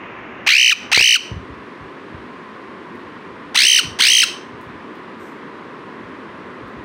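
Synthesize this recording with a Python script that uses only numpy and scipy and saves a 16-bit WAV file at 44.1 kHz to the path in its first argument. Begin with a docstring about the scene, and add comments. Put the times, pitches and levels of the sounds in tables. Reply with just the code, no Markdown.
"""A small parrot close to the microphone gives two pairs of harsh squawks in a living room.
Each squawk is one harmonic tone whose base pitch rises, holds and falls at the end, while the
syrinx swings it up and down about sixty times a second; throat and beak filter it, the room reverberates.
Beak clicks are ticks of bright noise, knocks ring the recorder's case, hand bumps and a sleeve are shaped
noise, hum and hiss are steady coloured noise; gain control turns loud sound down."""
import sys
import numpy as np
from scipy import signal
from scipy.fft import rfft, irfft, next_fast_len
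from scipy.io import wavfile
from scipy.ndimage import uniform_filter1d, minimum_filter1d

SR = 44100
rng = np.random.default_rng(int(sys.argv[2]) if len(sys.argv) > 2 else 0)


def transcribe(u):
    """Save the signal u as a 16-bit wav file named by the first command-line argument.

    u: samples, shape (n,) or (channels, n), limited to [-1, 1]; the rate is SR.
    q: integer samples, one column per channel.
    """
    v = np.clip(np.atleast_2d(u).T, -1, 1)
    q = np.round(v * 32767).astype(np.int16)
    wavfile.write(sys.argv[1], SR, q)


N = 301714
TIME = np.arange(N) / SR
CUTOFF_HZ = 15900     # upper edge of the recorded band
PLATEAU_HZ = 1836     # base pitch on the plateau, before each call's own pitch factor


def from_db(db):
    """Level to amplitude: 20 dB is a factor of ten."""
    return 10 ** (np.asarray(db) / 20)


def rms_one(x):
    """Normalization to unit mean-square power."""
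    return x / np.sqrt(np.mean(x ** 2) + 1e-20)


def ramp(x):
    """Linear transition: x held between 0 and 1."""
    return np.clip(x, 0, 1)


def along(rows, at):
    """Piecewise-linear interpolation of every column of a table."""
    first, *columns = np.transpose(rows)
    return [np.interp(at, first, c) for c in columns]


def at_hz(points, hz):
    """Spectral interpolation on a logarithmic frequency axis."""
    f, value = np.transpose(points)
    return np.interp(np.log(np.maximum(hz, 1)), np.log(f), value)


def band(x, low_hz, high_hz):
    """Causal band-pass filtering (Butterworth)."""
    edges = [low_hz, min(high_hz, .45 * SR)]
    return signal.sosfilt(signal.butter(2, edges, "band", fs=SR, output="sos"), x + 1e-18)


def noise(spectrum):
    """Spectral shaping: white noise weighted by a colour, at unit power."""
    size = next_fast_len(N)
    white = rfft(rng.standard_normal(size))
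    hz = np.arange(len(white)) * SR / size
    return rms_one(irfft(white * from_db(at_hz(spectrum, hz)), size)[:N])


def wander(rate_hz, size):
    """Band-limited random motion: random values joined by straight lines, spread 1."""
    steps = np.arange(size) * rate_hz / SR
    return rms_one(np.interp(steps, np.arange(size), rng.standard_normal(size)))


def taps(rows):
    """Impulse excitation: one impulse for each (t/s, level/dB) row."""
    out = np.zeros(N)
    for s, db in rows:
        out[int(s * SR)] = from_db(db)
    return out


def fading(rows, t60):
    """Exponential decay: an envelope that jumps at each event and falls 60 dB in t60 seconds."""
    return signal.lfilter([1], [1, -from_db(-60 / (t60 * SR))], taps(rows) + 1e-18)


def ring(clicks, hz, t60):
    """Damped resonance: a unit click sets a decaying sine of height 1 ringing."""
    r, w = from_db(-60 / (t60 * SR)), 2 * np.pi * hz / SR
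    return signal.lfilter([0, np.sin(w)], [1, -2 * r * np.cos(w), r * r], clicks + 1e-18)


def parrot():
    """Superposition of direct sound and near reflections; the feed of the diffuse field is kept apart."""
    # the calls: start t/s, end t/s, level/dB, room send/dB, pitch factor, first warble trough t/s,
    # warble at start f/Hz, warble at end f/Hz, head turn [0-1], push at the start/dB, sag by the end/dB
    squawks = [(.464, .734, 0, -26.5, 0.98, .4868, 69.4, 56.85, 0, -1.5, -0.5),
               (.916, 1.173, 2.5, -25.5, .99, .9419, 64.65, 57.4, 0.29, 0, 5),
               (3.545, 3.807, -2.5, -20.5, 1.005, 3.570, 65.9, 61.3, 0.87, 0, 2.5),
               (3.988, 4.247, -3.5, -19.5, 1.025, 4.0175, 65.8, 55.13, 0.89, -1.5, 0)]
    # reflections off hard surfaces near the bird: delay t/s, level/dB
    near_echoes = [(.0013, -38.5), (.0034, -26.5), (.0061, -31), (.0093, -22)]
    direct, spread = np.zeros((2, N))
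    for start, end, db, room_db, pitch, trough, *manner in squawks:
        call = from_db(db) * squawk(end - start, pitch, trough - start, *manner)
        at = int(start * SR)
        direct[at:at + len(call)] += call
        spread[at:at + len(call)] += from_db(room_db) * call
    echoes = sum(from_db(db) * np.interp(TIME - delay, TIME, direct) for delay, db in near_echoes)
    return direct + echoes, spread


def squawk(length, pitch, trough, start_hz, end_hz, turn, push_db, sag_db):
    """Source-filter principle: a frequency-modulated harmonic source drives throat and beak."""
    lean, crest = .45, 1.7             # asymmetry of the warble; exponent that narrows its troughs
    trough_drop_db, break_db, break_s = 5.5, 8, .007
    t = np.arange(int(length * SR)) / SR
    size = len(t)
    low, depth = tension(t / length)
    high = low * (1 + (1.68 - 1) * depth)    # at full depth the crest lies 1.68 times above the base
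    effort_db, octave_db, slope_db, rasp = voice(low, depth)

    # the warble rate glides through the call; each swing climbs slowly, rounds off and drops fast
    turns = np.cumsum(start_hz + (end_hz - start_hz) * t / length) / SR
    angle = 2 * np.pi * (turns - np.interp(trough, t, turns))
    leaning = angle - lean * .5 * (1 - np.cos(angle))
    slack = (.5 + .5 * np.cos(leaning)) ** crest

    # the taut crests hold their pitch; the slack troughs stray, and the membranes beat unevenly
    sway = .025 * np.sqrt(slack) * wander(400, size)
    jitter = .04 * rasp * wander(3000, size)
    drift = .011 * wander(60, size)
    f0 = pitch * (high - (high - low) * slack) * (1 + sway + jitter + drift)
    phase = 2 * np.pi * np.cumsum(f0) / SR

    # the membranes close harder while the pitch climbs, which adds overtones
    slope_db = slope_db + 1.5 * np.sin(angle)
    tone = np.zeros(size)
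    for k in range(1, 20):
        height = from_db(slope_db * np.log2(k) + octave_db * (k == 2)) * (k * f0 < CUTOFF_HZ)
        # they close in a rolling wave, so the overtones lag and each pulse is smeared
        partial = np.sin(k * phase + .49 * k * (k - 1))
        shimmer = 1 + .55 * rasp * np.log2(k + 1) * .5 * wander(2000, size)
        tone += height * partial * shimmer
    # in the rasp, strong and weak cycles alternate in short spells
    tone = tone * (1 + .38 * rasp * wander(250, size) * np.sin(phase / 2))
    # air escapes in a puff on every cycle
    air = from_db(-22) * np.sqrt(rasp.clip(0)) * rng.standard_normal(size) * (1 + np.cos(phase))

    # the flow is weakest just before each trough; the first one has an extra drop
    shut = (.5 + .5 * np.cos(angle + .22)) ** 2
    drop_db = trough_drop_db * depth + break_db * np.exp(-((t - trough) / break_s) ** 2)
    # each call starts softly and swells
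    swell_db = -9.5 * np.exp(-t / .012) + push_db * np.exp(-t / .063)
    uneven_db = .8 * wander(120, size)
    level_db = effort_db + swell_db - sag_db * (t / length) ** 2 - drop_db * shut + uneven_db
    edges = ramp(t / .001) * ramp((length - t) / .0068)
    return throat((tone + air) * edges * from_db(level_db), ramp(turn))


def tension(share):
    """Membrane tension sets pitch: base pitch in Hz and warble depth (0-1) by share of the call's length."""
    start_hz, scoop_hz, end_hz = 596.7, 1000, 1153
    scoop = (start_hz - scoop_hz) * np.exp(-share / .04)
    climb = scoop_hz + (PLATEAU_HZ - scoop_hz) * ramp(share / .48)
    fall = (end_hz - PLATEAU_HZ) * ramp(1 - (1 - share) / .11)
    # the warble sets in after the start and stops during the fall
    depth = ramp((share - .05) / .07) * ramp((1 - share - .052) / .05)
    return scoop + climb + fall, depth


def voice(base_hz, depth):
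    """Source strength and spectrum follow tension: below the plateau a slack syrinx is weaker and raspier."""
    octaves = np.log2(PLATEAU_HZ / base_hz)
    effort_db = 5 - 5.5 * octaves
    second_harmonic_db = 2.3 + 5.5 * octaves * depth
    overtone_slope_db = -5             # per octave of harmonic number
    # rasp (0-1) grows faster with slackness while the tone warbles than while it is steady
    rasp_per_octave = .16 * (1 - depth) + 1.0 * depth
    return effort_db, second_harmonic_db, overtone_slope_db, ramp(.17 + rasp_per_octave * octaves)


def throat(source, turn):
    """Vocal-tract resonance: a minimum-phase filter coloured by throat, beak and head direction."""
    # response heard from the front: f/Hz, level/dB
    beak_front = [(600, -19.5), (1300, -13), (1900, -4.5), (2450, 6), (3100, 1), (3500, -8), (4200, -0.5),
                  (5200, -5.5), (6150, -3), (7000, -13.5), (8400, -11.5), (9600, -19.5), (13000, -21),
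                  (15000, -17.5)]
    # response with the head turned: f/Hz, level/dB
    beak_turned = [(600, -18.5), (1300, -15), (1900, -6.5), (2500, -8), (3100, 0), (3600, -1.5),
                   (4200, -2.5), (5400, -5.5), (6200, -1.5), (7100, -18.5), (8200, -4), (9600, -7.5),
                   (11000, -23), (14800, -15)]
    size = 2 ** 14
    hz = np.arange(size // 2 + 1) * SR / size
    gain = from_db((1 - turn) * at_hz(beak_front, hz) + turn * at_hz(beak_turned, hz))
    # folding the cepstrum onto positive time makes the filter minimum-phase
    fold = np.r_[1, np.full(size // 2 - 1, 2), 1, np.zeros(size // 2 - 1)]
    causal = np.exp(rfft(irfft(np.log(gain)) * fold))
    return irfft(rfft(source, size) * causal)


def beak_clicks():
    """Transient broadband radiation: tiny bright ticks of decaying noise."""
    # small clicks of the beak: t/s, level/dB
    ticks = [(2.952, -57), (4.612, -50.5), (4.953, -55), (6.68, -58)]
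    return band(rng.standard_normal(N) * fading(ticks, t60=.03), 4000, 15500)


def room(x):
    """Diffuse reverberation: convolution with octave bands of noise, each with its own decay time."""
    # reverberation time: f/Hz, t60/s
    room_t60 = [(300, 0.15), (3000, 0.4), (6000, 0.36), (15000, 0.24)]
    gap_s, wet_db = .0073, 2.5
    t = TIME[:SR * 3 // 4]
    edges = np.geomspace(250, 16000, 7)
    tail = np.zeros(len(t))
    for lo, hi in zip(edges, edges[1:]):
        decay = from_db(-60 * t / at_hz(room_t60, np.sqrt(lo * hi)))
        tail += band(rng.standard_normal(len(t)), lo, hi) * decay
    tail = tail * (t > gap_s)
    return from_db(wet_db) * signal.fftconvolve(x, tail / np.linalg.norm(tail))[:N]


def handling():
    """Structure-borne sound: knocks excite modes of the recorder's case; the hand adds dull thuds."""
    # sharp knocks on the recorder: t/s, relative level/dB
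    knocks = [(.9755, 7), (1.001, -3.5), (1.009, 0), (1.018, -10)]
    # modes of its case: f/Hz, relative level/dB, t60/s
    case = [(139, -21, 0.031), (470, -15, 0.027), (870, 2.5, 0.0028)]
    # firm bumps of the hand: t/s, relative level/dB
    bumps = [(1.314, -23), (1.359, -27.5), (1.498, -34.5), (1.807, -34.5), (2.122, -31), (3.843, -27),
             (3.884, -36), (4.519, -33), (4.659, -29.5), (6.029, -40), (6.617, -33), (6.757, -33)]
    ringing = sum(from_db(db + 2) * ring(taps(knocks), hz, t60) for hz, db, t60 in case)
    # colour of the thuds: f/Hz, level/dB
    thud = noise([(25, -27), (55, 0.5), (85, 2), (130, 0.5), (220, -13.5), (600, -24.5)])
    thuds = band(thud * fading([*bumps, *fidgets()], t60=0.27), 35.7, 420)
    return ringing + from_db(-0.5) * thuds


def fidgets():
    """Random point process: light shifts of the fingers as rows of t/s, relative level/dB."""
    per_s, middle_db, spread_db = 3, -45.5, 1
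    draws = rng.random((int(per_s * N / SR), 2))
    return [(when * TIME[-1], middle_db + spread_db * (2 * size - 1)) for when, size in draws]


def sleeve():
    """Friction noise: a faint, bright brush of cloth that rises, holds and fades."""
    # colour of the brush: f/Hz, relative level/dB per Hz
    cloth = [(3000, -10), (8000, 0), (11000, -12), (12800, -4), (15500, -20)]
    start_s, rise_s, fade_after_s, fade_db_per_s = 5.18, .03, .11, 180
    t = TIME - start_s
    level_db = -61 - fade_db_per_s * np.maximum(t - fade_after_s, 0)
    return noise(cloth) * ramp(t / rise_s) * from_db(level_db)


def background():
    """Stationary noise spectra under slow level curves: room hum, fine hiss and a fuller early hiss."""
    # room hum: f/Hz, relative level/dB per Hz
    hum = [(44, -55), (75, -27), (91, -12), (118, -14.5), (235, -1.5), (335, -3), (374, -1.5), (657, -14),
           (808, -15.5), (1030, -4.5), (1340, -12.5), (1400, -13), (1720, -13.5), (2000, -20),
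           (2600, -54.5), (4400, -120)]
    # fine hiss: f/Hz, relative level/dB per Hz
    hiss = [(1000, -7.5), (1700, -4.5), (1900, -0.5), (3630, -14), (4220, -18), (7410, -33.5), (9370, -34),
            (10400, -42.5), (13000, -47.5), (16000, -55)]
    # course of the fine hiss, low at first, which comes up during the first pair of calls:
    # t/s, relative level/dB
    hiss_level = [(0, -9), (.45, -10.5), (1.3, 2), (6.84, 0)]
    # fuller hiss at the start, which fades out from the second call on: f/Hz, relative level/dB per Hz
    early_hiss = [(700, -5.5), (1400, -4.5), (2000, -4), (2750, -8), (3300, -19.5), (4300, -33),
                  (6700, -38.5), (8000, -55.5)]
    # course of the fuller hiss: t/s, level/dB
    early_level = [(0, -36.5), (.9, -38), (1.3, -82)]
    steady = from_db(-36) * noise(hum)
    steady = steady + from_db(-45.5 + along(hiss_level, TIME)[0]) * noise(hiss)
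    rise_db = .36 * (TIME - TIME.mean())    # a slow rise of 0.36 dB each second on hum and fine hiss
    early = noise(early_hiss) * from_db(along(early_level, TIME)[0])
    return steady * from_db(rise_db) + early


def scene():
    """Linear superposition of bird, room, handling and background at one microphone."""
    direct, spread = parrot()
    clicks = beak_clicks()
    reverberant = room(spread + from_db(-5.5) * clicks)
    return (direct + clicks + reverberant + handling() + sleeve() + background())[None]


def gain_control(x):
    """Dynamic compression: the gain drops quickly above the limit and creeps back afterwards."""
    limit_db, release_db_per_s, window_s, attack_s = -11.0, 110, .016, .0019
    power = uniform_filter1d(x ** 2, max(int(window_s * SR), 1))
    level_db = 10 * np.log10(power.clip(1e-12))
    recovery = release_db_per_s * TIME
    excess_db = np.maximum(level_db - limit_db, 0)
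    # a running maximum on a rising slope lets the cut shrink at a constant rate
    cut_db = np.maximum.accumulate(excess_db + recovery, axis=-1) - recovery
    return x * from_db(-uniform_filter1d(cut_db, max(int(attack_s * SR), 1)))


def limiter(x, size=45):
    """Look-ahead peak limiting: about a millisecond early, turns down peaks that would pass the ceiling."""
    ceiling = .9
    gain = ceiling / np.maximum(np.abs(x), ceiling)
    return x * uniform_filter1d(minimum_filter1d(gain, 2 * size), size)


def record(dry):
    """Band limitation and compression: deep bass cut, gain control, peak limiter, then top cut."""
    heard = signal.sosfilt(signal.butter(4, 60, "high", fs=SR, output="sos"), dry)
    top = signal.ellip(12, .1, 80, CUTOFF_HZ, fs=SR, output="sos")
    return signal.sosfilt(top, limiter(gain_control(heard)))


dry = scene()
out = record(dry)
transcribe(out)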